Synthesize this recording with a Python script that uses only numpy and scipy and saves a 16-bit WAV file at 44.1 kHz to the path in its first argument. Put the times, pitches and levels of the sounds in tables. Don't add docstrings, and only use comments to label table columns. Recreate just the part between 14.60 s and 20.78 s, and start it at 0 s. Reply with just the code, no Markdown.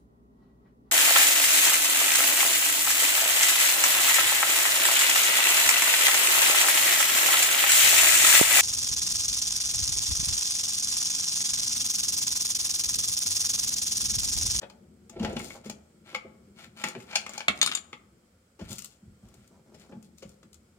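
import sys
import numpy as np
from scipy import signal
from scipy.fft import rfft, irfft
from scipy.io import wavfile
from scipy.ndimage import uniform_filter1d

SR = 44100
rng = np.random.default_rng(int(sys.argv[2]) if len(sys.argv) > 2 else 0)


def put_to_file(sound):
    columns = np.atleast_2d(sound).T
    safe = np.clip(columns, -1, 1)
    whole_steps = np.round(safe * 32767)
    wavfile.write(sys.argv[1], SR, whole_steps.astype(np.int16))


N = 272538
HIT_SIZE = 8192
TIME = np.arange(N) / SR
HIT_TIME = TIME[:HIT_SIZE]

# f/Hz, level/dB
AIR_COLOUR = [(18, -54), (30, -27), (55, -7), (80, 1), (135, -12), (200, -5), (328, -17), (540, -15),
              (620, -23), (721, -21), (850, -27), (1390, -28), (3580, -36), (8080, -33.5), (8740, -37),
              (16000, -42)]
# f/Hz, width/Hz, level/dB
AIR_MODES = [(1380, 160, -1), (2250, 300, -4), (3200, 300, -2), (4300, 250, -4), (5050, 300, -2),
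             (7150, 250, 0), (8080, 150, 8)]
AIR_DB, AIR_WAVER_DB = -63, 0.8

# f/Hz, t60/s, relative level/dB
TAIL = [(150, 0.4, 5), (484, 0.9, -2), (1270, 0.62, -4), (2370, 0.44, -5.5), (4000, 0.4, -9),
        (5600, 0.38, -9.5), (7100, 0.48, -9.5), (13800, 0.083, -2)]

# f/Hz, level/dB
BOARD_COLOUR = [(18, -54), (30, -25.5), (76, -6), (136, 0.5), (188, -2.5), (277, -13.5), (521, -4),
                (590, -17.5), (647, -1.5), (1200, -18), (1560, -64), (2640, -120)]
# f/Hz, width/Hz, level/dB
BOARD_MODES = [(78, 14, 7.5), (210, 32, 5), (226, 34, 8.5), (310, 110, 3.5), (355.6, 14, -0.5),
               (460, 25, -3), (543, 160, 0.5)]
# t/s, length/s, level/dB
LEANS = [(0.0, 1, -59.5), (1.27, 0.89, -59.5), (2.134, 0.92, -60), (2.9, 0.74, -65), (4.398, 0.76, -64.5),
         (5.066, 0.47, -62), (5.495, 0.74, -69.5)]
LEAN_ATTACK_S, LEAN_T60_S = 0.064, 0.27

JOIST, BOARD, PLANK_END, HOLLOW, CHASSIS = 125, 198, 200, 270, 385
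# t/s, f/Hz, thud level/dB, deep boom level/dB, cycles to fall 60 dB, cycles to swell
BUMPS = [(0.562, CHASSIS, -51.5, -71, 25, 0.9), (0.6, BOARD, -42, -66, 13.5, 1.3),
         (0.622, BOARD, -46.5, -46, 11, 0.66), (0.64, CHASSIS, -55.5, -66, 49, 2.8),
         (0.671, JOIST, -53.5, -47.5, 30, 0.97), (0.685, CHASSIS, -52.5, -60, 50, 3),
         (0.761, BOARD, -46, -66, 8.9, 0.6), (0.802, HOLLOW, -54, -56.5, 34, 2.2),
         (1.054, BOARD, -52, -75, 45, 1.3), (1.648, CHASSIS, -58, -65.5, 19, 0.7),
         (1.842, BOARD, -73, -81, 26, 0.9), (2.074, BOARD, -66.5, -78, 11, 0.66),
         (2.241, PLANK_END, -54.5, -80, 31, 1.1), (2.357, CHASSIS, -54, -86, 33, 1.5),
         (2.364, BOARD, -54, -84, 13, 0.9), (2.884, HOLLOW, -48.5, -56.5, 25, 0.9),
         (4.011, BOARD, -51, -49.5, 17, 1.2), (4.098, PLANK_END, -54, -55.5, 19, 1.3),
         (4.424, BOARD, -65.5, -66.5, 15, 0.85), (4.462, BOARD, -65, -57, 50, 0.96),
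         (4.625, PLANK_END, -62.5, -57.5, 35, 1.3), (4.767, JOIST, -68, -67, 17, 0.9),
         (5.295, HOLLOW, -62.5, -69, 17, 2.3), (5.328, BOARD, -51.5, -68, 32, 5.9),
         (5.651, BOARD, -58.5, -61, 4.8, 1), (5.841, BOARD, -64, -79, 10.7, 1.32)]

# f/Hz, level/dB
SCUFF_COLOUR = [(100, -16), (220, -0.5), (480, -1.5), (800, -5), (1400, -13), (2500, -32.5), (6000, -21.5),
                (16000, -48)]
# t/s, length/s, level/dB
SCUFFS = [(0.606, 0.032, -46), (0.947, 0.028, -48), (1.515, 0.021, -52), (4.095, 0.049, -54.5),
          (4.625, 0.14, -66), (4.904, 0.093, -64), (5.059, 0.042, -66), (5.117, 0.025, -59.5),
          (5.226, 0.051, -64.5), (5.288, 0.028, -57.5), (5.324, 0.051, -63.5), (5.628, 0.02, -65)]
SCUFF_ATTACK_S, SCUFF_T60_S = 0.005, 0.04

# f/Hz, level/dB
SHELL_COLOUR = [(71, -35), (120, -7), (196, -0.5), (580, -7.5), (822, -14.5), (949, -15.5), (2200, -13.5),
                (3590, -16), (4230, -14), (6500, -13.5), (10600, -30.5), (15000, -30), (16000, -33)]
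# f/Hz, width/Hz, nominal level/dB
SHELL_MODES = [(337, 18, -5.5), (555, 46, -9.5), (862, 17, 17), (1170, 450, 0), (2350, 95, 1),
               (2410, 27, -1), (3100, 740, 1), (4300, 120, -2.5), (4940, 140, -8.5), (6400, 50, -5),
               (7090, 260, 4.5), (8840, 420, 4)]
# f/Hz, width/Hz, level/dB
BIN_MODES = [(843, 55, 0), (1360, 52, 9), (2260, 92, 6), (3040, 380, -8)]

# t/s, length/s, level/dB
SPILLS = [(2.486, 0.068, -61), (2.583, 0.035, -49), (2.709, 0.11, -55.5)]

# f/Hz, level/dB
SCRAPE_COLOUR = [(290, -37.5), (500, 7.5), (868, -6.5), (1280, 0.5), (1740, -19), (2100, -7), (3650, -4.5),
                 (7100, -4), (10700, -16), (14200, -8), (16000, -24.5)]
# t/s, level/dB
TICKS = [(4.105, -64), (4.119, -69), (4.128, -60), (4.156, -69), (4.182, -57.5), (4.189, -58), (4.22, -62),
         (4.244, -58), (4.256, -64), (4.685, -80.5), (4.74, -75.5), (4.875, -78.5), (5.196, -79.5),
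         (5.226, -90), (5.425, -76), (5.582, -72.5), (5.691, -75.5), (5.929, -73), (5.942, -72.5)]

# t/s, length/s, rasp level/dB, hiss level/dB
SLIDES = [(0.54, 0.19, -57, -59.5), (0.733, 0.15, -61, -48.5), (0.897, 0.061, -62.5, -55),
          (1.03, 0.044, -56, -57), (1.435, 0.09, -54.5, -62.5), (1.941, 0.1, -54, -58),
          (2.143, 0.14, -47, -51.5), (2.344, 0.099, -67, -61), (2.449, 0.13, -48.5, -59.5),
          (2.673, 0.13, -50, -55), (2.907, 0.082, -67, -60), (3.992, 0.12, -59.5, -60.5),
          (4.081, 0.043, -58.5, -44), (4.117, 0.073, -69, -54), (4.29, 0.034, -71, -61),
          (4.539, 0.3, -77, -78), (5.164, 0.062, -62, -63), (5.422, 0.03, -81.5, -66),
          (5.568, 0.018, -85, -62), (5.632, 0.086, -80, -68.5)]
SLIDE_ATTACK_SHARE, PRESS_DB_PER_S, SLIDE_T60_S = 0.54, 35.5, 0.17

# f/Hz, level/dB
BRICK_COLOUR = [(71, -31), (120, -9), (236, -0.5), (330, -6.5), (520, -10.5), (700, -4.5), (950, -10.5),
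                (1580, -6), (1900, -3.5), (3600, 3), (4500, -3), (5630, -9), (6700, -3.5), (9400, -15),
                (10600, -33.5), (12000, -28.5), (14200, -37.5), (15300, -56.5), (16000, -65.5)]
# f/Hz, width/Hz, nominal level/dB
BRICK_MODES = [(1270, 170, 7), (2250, 240, -1), (2930, 200, -4), (3680, 70, 5), (4200, 120, 2),
               (4800, 120, 0), (5190, 110, 2), (6570, 160, 5), (8450, 120, 3), (9270, 220, 10),
               (11800, 200, 15), (12700, 200, 9), (14100, 150, 10)]
# f/Hz, width/Hz, level/dB
LANDING_MODES = [(704, 200, 5.5), (1173, 190, 16.5), (1880, 200, 6), (2304, 190, 8.5), (8800, 180, 8.5)]
BRICK_NOTE_HZ, BRICK_NOTE_WIDTH_HZ = 7120, 140
# t/s, body/mids/edge level/dB (three columns), chatter t60/s, ping level/dB
BOUNCES = [(2.882, -43, -29, -40.5, 0.019, 8), (2.975, -74, -62, -63, 0.012, 3.5),
           (2.99, -76.5, -72, -61, 0.0054, 3), (3.0145, -64.5, -31.5, -30.5, 0.01, 4.5),
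           (3.027, -53.5, -34.5, -33.5, 0.019, 7.5), (3.0615, -59, -41.5, -37, 0.012, 12.5),
           (3.073, -64, -41.5, -42, 0.021, 3), (3.094, -60, -51, -72, 0.0093, 10),
           (3.115, -72, -44, -52.5, 0.01, 2), (3.1215, -69, -46.5, -53.5, 0.017, -4),
           (3.134, -70, -55, -54.5, 0.016, 7), (3.148, -70, -44.5, -34.5, 0.032, 18),
           (3.172, -68, -50.5, -54.5, 0.02, 5)]

PUSH_S, PUSH_LENGTH_S, PUSH_ATTACK_S, COAST_T60_S = 0.48, 0.23, 0.19, 0.96
RUMBLE_DB, DEEP_DB, RATTLE_DB = -44, -50, -52.5

# f/Hz, width/Hz, level/dB
BOX = [(734, 420, 7.5), (1389, 95, -2.5)]
CAB = [(1202, 340, 1), (1600, 450, 1)]
ARM = [(506, 60, 8), (1250, 170, 11), (2145, 150, 19), (2640, 130, 6), (3140, 130, 5)]
WHEEL = [(2910, 200, 9.5)]
BIN = [(670, 110, 11), (829, 70, 21), (1550, 110, 9), (2400, 200, 14), (2890, 110, 10), (4240, 110, 13),
       (4390, 110, 8), (5010, 110, 12), (5710, 110, 7), (6590, 200, 5)]
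BUMPER = [(520, 130, 15), (2250, 200, 6)]
# t/s, struck part, body level/dB, mids level/dB, edge level/dB
KNOCKS = [(0.013, CAB, -62.5, -63, -66.5), (0.026, BOX, -54, -55, -74), (0.099, BOX, -81, -64, -68.5),
          (0.496, CAB, -76, -67, -59), (0.597, WHEEL, -60, -57.5, -64), (0.627, BOX, -43.5, -53, -57),
          (0.648, CAB, -46, -45, -56), (0.724, BOX, -48, -73, -65), (0.767, WHEEL, -49, -48, -57.5),
          (0.799, ARM, -79, -52, -68), (0.905, ARM, -81, -55, -74), (1.055, ARM, -55, -65, -60.5),
          (1.098, BOX, -58, -53.5, -50), (1.547, ARM, -55, -40.5, -55.5), (1.56, ARM, -69.5, -52.5, -61.5),
          (2.239, ARM, -52, -39.5, -45.5), (2.285, ARM, -59.5, -54, -48.5),
          (2.351, BUMPER, -56.5, -55, -71), (2.402, ARM, -70.5, -63, -67.5), (2.51, BIN, -79, -57.5, -65.5),
          (2.53, BIN, -75, -51.5, -63.5), (2.556, BIN, -59.5, -34, -34.5), (2.664, ARM, -61.5, -50, -57),
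          (2.693, BOX, -63, -59.5, -52.5), (2.735, BOX, -68.5, -63.5, -57.5),
          (2.778, BIN, -63.5, -48.5, -47), (2.805, BIN, -69.5, -47, -63.5), (3.33, ARM, -61, -52, -68),
          (3.991, BOX, -57.5, -63, -70.5), (4.008, BOX, -56, -62.5, -69), (5.141, BOX, -65, -70.5, -69.5),
          (5.319, CAB, -56.5, -67.5, -97), (5.622, BUMPER, -57, -62, -64.5), (5.83, CAB, -76, -71.5, -74.5)]
SHARP_RISE_S, BLUNT_RISE_S = 0.0028, 0.009
SPOT_SPREAD_DB, SPOT_DETUNE = 2.5, 0.011

BODY_HZ, EDGE_HZ = 700, 4000
TOP_HZ = 15900


def amp(db):
    return 10 ** (np.asarray(db) / 20)


def unit(x):
    return x / np.sqrt(np.mean(x ** 2))


def fade(t, t60):
    return np.exp(-np.log(1000) * t / t60)


def gesture(start_s, length_s, attack_s, release_t60):
    t = TIME - start_s
    attack = np.sin(np.pi / 2 * np.clip(t / attack_s, 0, 1)) ** 2
    return attack * fade(np.maximum(t - length_s, 0), release_t60)


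def band(x, hz, kind):
    return signal.sosfilt(signal.butter(4, hz, kind, fs=SR, output="sos"), x)


def resonate(x, colour, modes=()):
    f = np.arange(HIT_SIZE // 2 + 1) * SR / HIT_SIZE
    hz, db = np.transpose(colour)
    cepstrum = irfft(np.log(amp(np.interp(np.log(f + 1), np.log(hz), db))))
    cepstrum[1:HIT_SIZE // 2] *= 2
    cepstrum[HIT_SIZE // 2 + 1:] = 0
    peaks = 1 + sum(amp(g) * 1j * f * w / (c * c - f * f + 1j * f * w) for c, w, g in modes)
    response = irfft(np.exp(rfft(cepstrum)) * peaks)
    return signal.fftconvolve(x, response[None], axes=1)[:, :x.shape[1]]


def pair(size, apart_hz):
    mid, side = rng.standard_normal((2, size))
    side = signal.sosfilt(signal.butter(2, apart_hz, "high", fs=SR, output="sos"), side)
    return np.array([mid + side, mid - side]) / np.sqrt(2)


def place(x, pan_db, shade_db=0, count=5):
    treble = signal.sosfilt(signal.butter(1, [4200, 9000], "band", fs=SR, output="sos"), x[1])
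    shaded = x[1] - (1 - amp(-shade_db)) * treble
    right = np.pad(shaded, (count, 0))[:x.shape[1]]
    return np.array([x[0] * amp(pan_db / 2), right * amp(-pan_db / 2)])


def add(out, s, x):
    start = max(int(s * SR), 0)
    out[:, start:start + x.shape[1]] += x[:, :N - start]


def contact(chatter_db, chatter_t60, apart_hz, rise_s):
    swell = 1 - np.exp(-(HIT_TIME / rise_s) ** 2)
    force = pair(HIT_SIZE, apart_hz) * fade(HIT_TIME, chatter_t60) * swell
    force *= amp(chatter_db) / np.sqrt(np.sum(force ** 2) / 2)
    force[:, int(rise_s * SR)] += 1
    return force


def struck(modes):
    chance = rng.standard_normal((len(modes), 2))
    return [(hz * (1 + SPOT_DETUNE * a), width, db + SPOT_SPREAD_DB * b)
            for (hz, width, db), (a, b) in zip(modes, chance)]


def weigh(x, body_db, mid_db, edge_db):
    parts = band(x, BODY_HZ, "low"), band(x, [BODY_HZ, EDGE_HZ], "band"), band(x, EDGE_HZ, "high")
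    targets = body_db, mid_db, edge_db
    body, mid, edge = (db - 10 * np.log10(np.mean(p ** 2)) for p, db in zip(parts, targets))
    return resonate(x, [(450, body), (1100, mid), (3200, mid), (7000, edge)])


def grains(per_second, spread_db):
    size = amp(spread_db * np.minimum(rng.exponential(size=N), 3.5)) * rng.choice([-1, 1], N)
    return unit(size * (rng.random(N) < per_second / SR))


def waver(depth_db, size):
    return amp(depth_db * unit(uniform_filter1d(rng.standard_normal(N), size=size)))


def hush():
    air = unit(resonate(pair(N, apart_hz=692), AIR_COLOUR, AIR_MODES)) * amp(AIR_DB)
    bass = signal.sosfiltfilt(signal.butter(2, BODY_HZ, fs=SR, output="sos"), air)
    treble = air - bass
    return bass * waver(AIR_WAVER_DB, size=9000) + treble * waver(AIR_WAVER_DB, size=9000)


def room(x, early_db=-6, early_t60=0.15, late_db=-13):
    t = TIME[:SR]
    hz, t60, db = np.transpose(TAIL)
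    f, when, cells = signal.stft(pair(SR, apart_hz=450), SR, nperseg=512)
    t60, db = (np.interp(np.log(f + 1), np.log(hz), column)[:, None] for column in (t60, db))
    tail = signal.istft(cells * amp(db) * fade(when, t60), SR)[1][:, :SR]
    early = signal.lfilter([1], [1, -.3], pair(SR, apart_hz=447.0)) * fade(t, early_t60)
    echo = unit(early) * amp(early_db) + unit(tail) * amp(late_db)
    response = echo * (t > .004) / np.sqrt(SR)
    return signal.fftconvolve(x, response, axes=1)[:, :N]


def leaning():
    load = grains(per_second=120, spread_db=1.0) + .5 * pair(N, apart_hz=687)
    murmur = unit(band(resonate(load, BOARD_COLOUR, BOARD_MODES), [125, 400], "band"))
    weight = sum(amp(db) * gesture(s, length, LEAN_ATTACK_S, LEAN_T60_S) for s, length, db in LEANS)
    return place(murmur * weight, pan_db=2.3)


def bumps(note_share=0.92):
    out = np.zeros((2, N))
    for s, note_hz, thud_db, deep_db, settle_cycles, swell_cycles in BUMPS:
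        cycles = note_hz * (1 + .04 * rng.standard_normal()) * HIT_TIME
        push = (1 - np.exp(-cycles / swell_cycles)) * fade(cycles, settle_cycles)
        boards = resonate(pair(HIT_SIZE, apart_hz=900) * push, BOARD_COLOUR, BOARD_MODES)
        thud = band(boards, [0.57 * note_hz, 1.576 * note_hz], "band")
        note = np.sin(2 * np.pi * cycles) * push
        sag = pair(HIT_SIZE, apart_hz=885) * fade(HIT_TIME, t60=0.23)
        deep = band(resonate(sag, BOARD_COLOUR, BOARD_MODES), 88, "low")
        boom = (unit(thud) + note_share * unit(note)) * amp(thud_db)
        add(out, s, boom + unit(deep) * amp(deep_db))
    return out


def scuffs():
    friction = grains(per_second=450, spread_db=-0.5) + 0.45 * pair(N, apart_hz=907)
    drag = unit(resonate(friction, SCUFF_COLOUR))
    return drag * sum(amp(db) * gesture(s, length, SCUFF_ATTACK_S, SCUFF_T60_S) for s, length, db in SCUFFS)


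def scraps():
    clicks = grains(per_second=190, spread_db=-5.0) * np.ones((2, 1))
    clatter = unit(band(resonate(clicks, SHELL_COLOUR, BIN_MODES), 600, "high"))
    tumble = sum(amp(db) * gesture(s, length, attack_s=0.0092, release_t60=0.055) for s, length, db in SPILLS)
    return place(clatter * tumble, pan_db=0.5)


def ticks():
    out = np.zeros((2, N))
    for s, db in TICKS:
        force = contact(chatter_db=13, chatter_t60=.022, apart_hz=8000, rise_s=.0015)
        ring = resonate(force, SCRAPE_COLOUR, [(7400, 1500, 1.1), (9030, 110, 13.6)])
        add(out, s, unit(band(ring, 1490, "high")) * amp(db))
    return place(out, pan_db=15.5, shade_db=-8.5)


def sliding():
    grip = waver(2.7, size=300)
    slips = (grains(per_second=1100, spread_db=3.2) + .55 * pair(N, apart_hz=1500)) * grip
    rasp = unit(band(resonate(slips, SHELL_COLOUR, BIN_MODES), [600, EDGE_HZ], "band"))
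    hiss = unit(band(resonate(slips, SCRAPE_COLOUR, SHELL_MODES), EDGE_HZ, "high"))
    out = np.zeros((2, N))
    for s, length, rasp_db, hiss_db in SLIDES:
        pressure = amp(PRESS_DB_PER_S * (np.clip(TIME - s, 0, length) - length / 2))
        stroke = pressure * gesture(s, length, SLIDE_ATTACK_SHARE * length, SLIDE_T60_S)
        out += (rasp * amp(rasp_db) + hiss * amp(hiss_db)) * stroke
    return place(out, pan_db=3.5, shade_db=8.5)


def brick():
    out = np.zeros((2, N))
    for k, (s, body_db, mid_db, edge_db, chatter_t60, ping_db) in enumerate(BOUNCES):
        modes = struck(BRICK_MODES) + [(BRICK_NOTE_HZ, BRICK_NOTE_WIDTH_HZ, ping_db)]
        if k == 0:
            force = contact(chatter_db=2.5, chatter_t60=chatter_t60, apart_hz=4000, rise_s=0.0015)
            modes = modes + LANDING_MODES
            seat = dict(pan_db=-1, shade_db=1, count=10)
        else:
            force = contact(chatter_db=8.5, chatter_t60=chatter_t60, apart_hz=8950, rise_s=0.11 * chatter_t60)
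            seat = dict(pan_db=3.5, shade_db=10.5, count=6)
        ring = weigh(resonate(force, BRICK_COLOUR, modes), body_db, mid_db, edge_db)
        add(out, s - .0005, place(ring, **seat))
    return out


def rolling():
    treads = grains(per_second=700, spread_db=1.5) + .5 * pair(N, apart_hz=700)
    treads = treads * waver(1.8, size=700)
    rumble = unit(resonate(treads, BOARD_COLOUR, BOARD_MODES)) * amp(RUMBLE_DB)
    deep = unit(band(treads, [42, 92], "band")) * amp(DEEP_DB)
    rattle = unit(band(resonate(treads, SHELL_COLOUR, BIN_MODES), [600, 4500], "band")) * amp(RATTLE_DB)
    speed = gesture(PUSH_S, PUSH_LENGTH_S, PUSH_ATTACK_S, COAST_T60_S)
    return place((rumble + deep + rattle) * speed, pan_db=-0.5)


def knocks():
    out = np.zeros((2, N))
    for s, part, body_db, mid_db, edge_db in KNOCKS:
        if body_db > max(mid_db, edge_db):
            force = contact(chatter_db=15.5, chatter_t60=0.048, apart_hz=5860, rise_s=BLUNT_RISE_S)
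        else:
            force = contact(chatter_db=12.5, chatter_t60=0.03, apart_hz=5900, rise_s=SHARP_RISE_S)
        ring = resonate(force, SHELL_COLOUR, struck(SHELL_MODES) + part)
        add(out, s - .002, weigh(ring, body_db, mid_db, edge_db))
    return place(out, pan_db=4.0, shade_db=2.5)


def scene():
    floor = leaning() + bumps() + scuffs()
    toys = floor + scraps() + ticks() + sliding() + rolling() + knocks()
    near = brick()
    near_echo = room(near, early_db=-5.5, early_t60=0.12, late_db=-16.0)
    return hush() + toys + room(toys) + near + near_echo


def record(dry):
    rounded = np.tanh(band(dry, 38, "high"))
    return signal.sosfilt(signal.ellip(10, .2, 80, TOP_HZ, fs=SR, output="sos"), rounded)


dry = scene()
out = record(dry)
put_to_file(out)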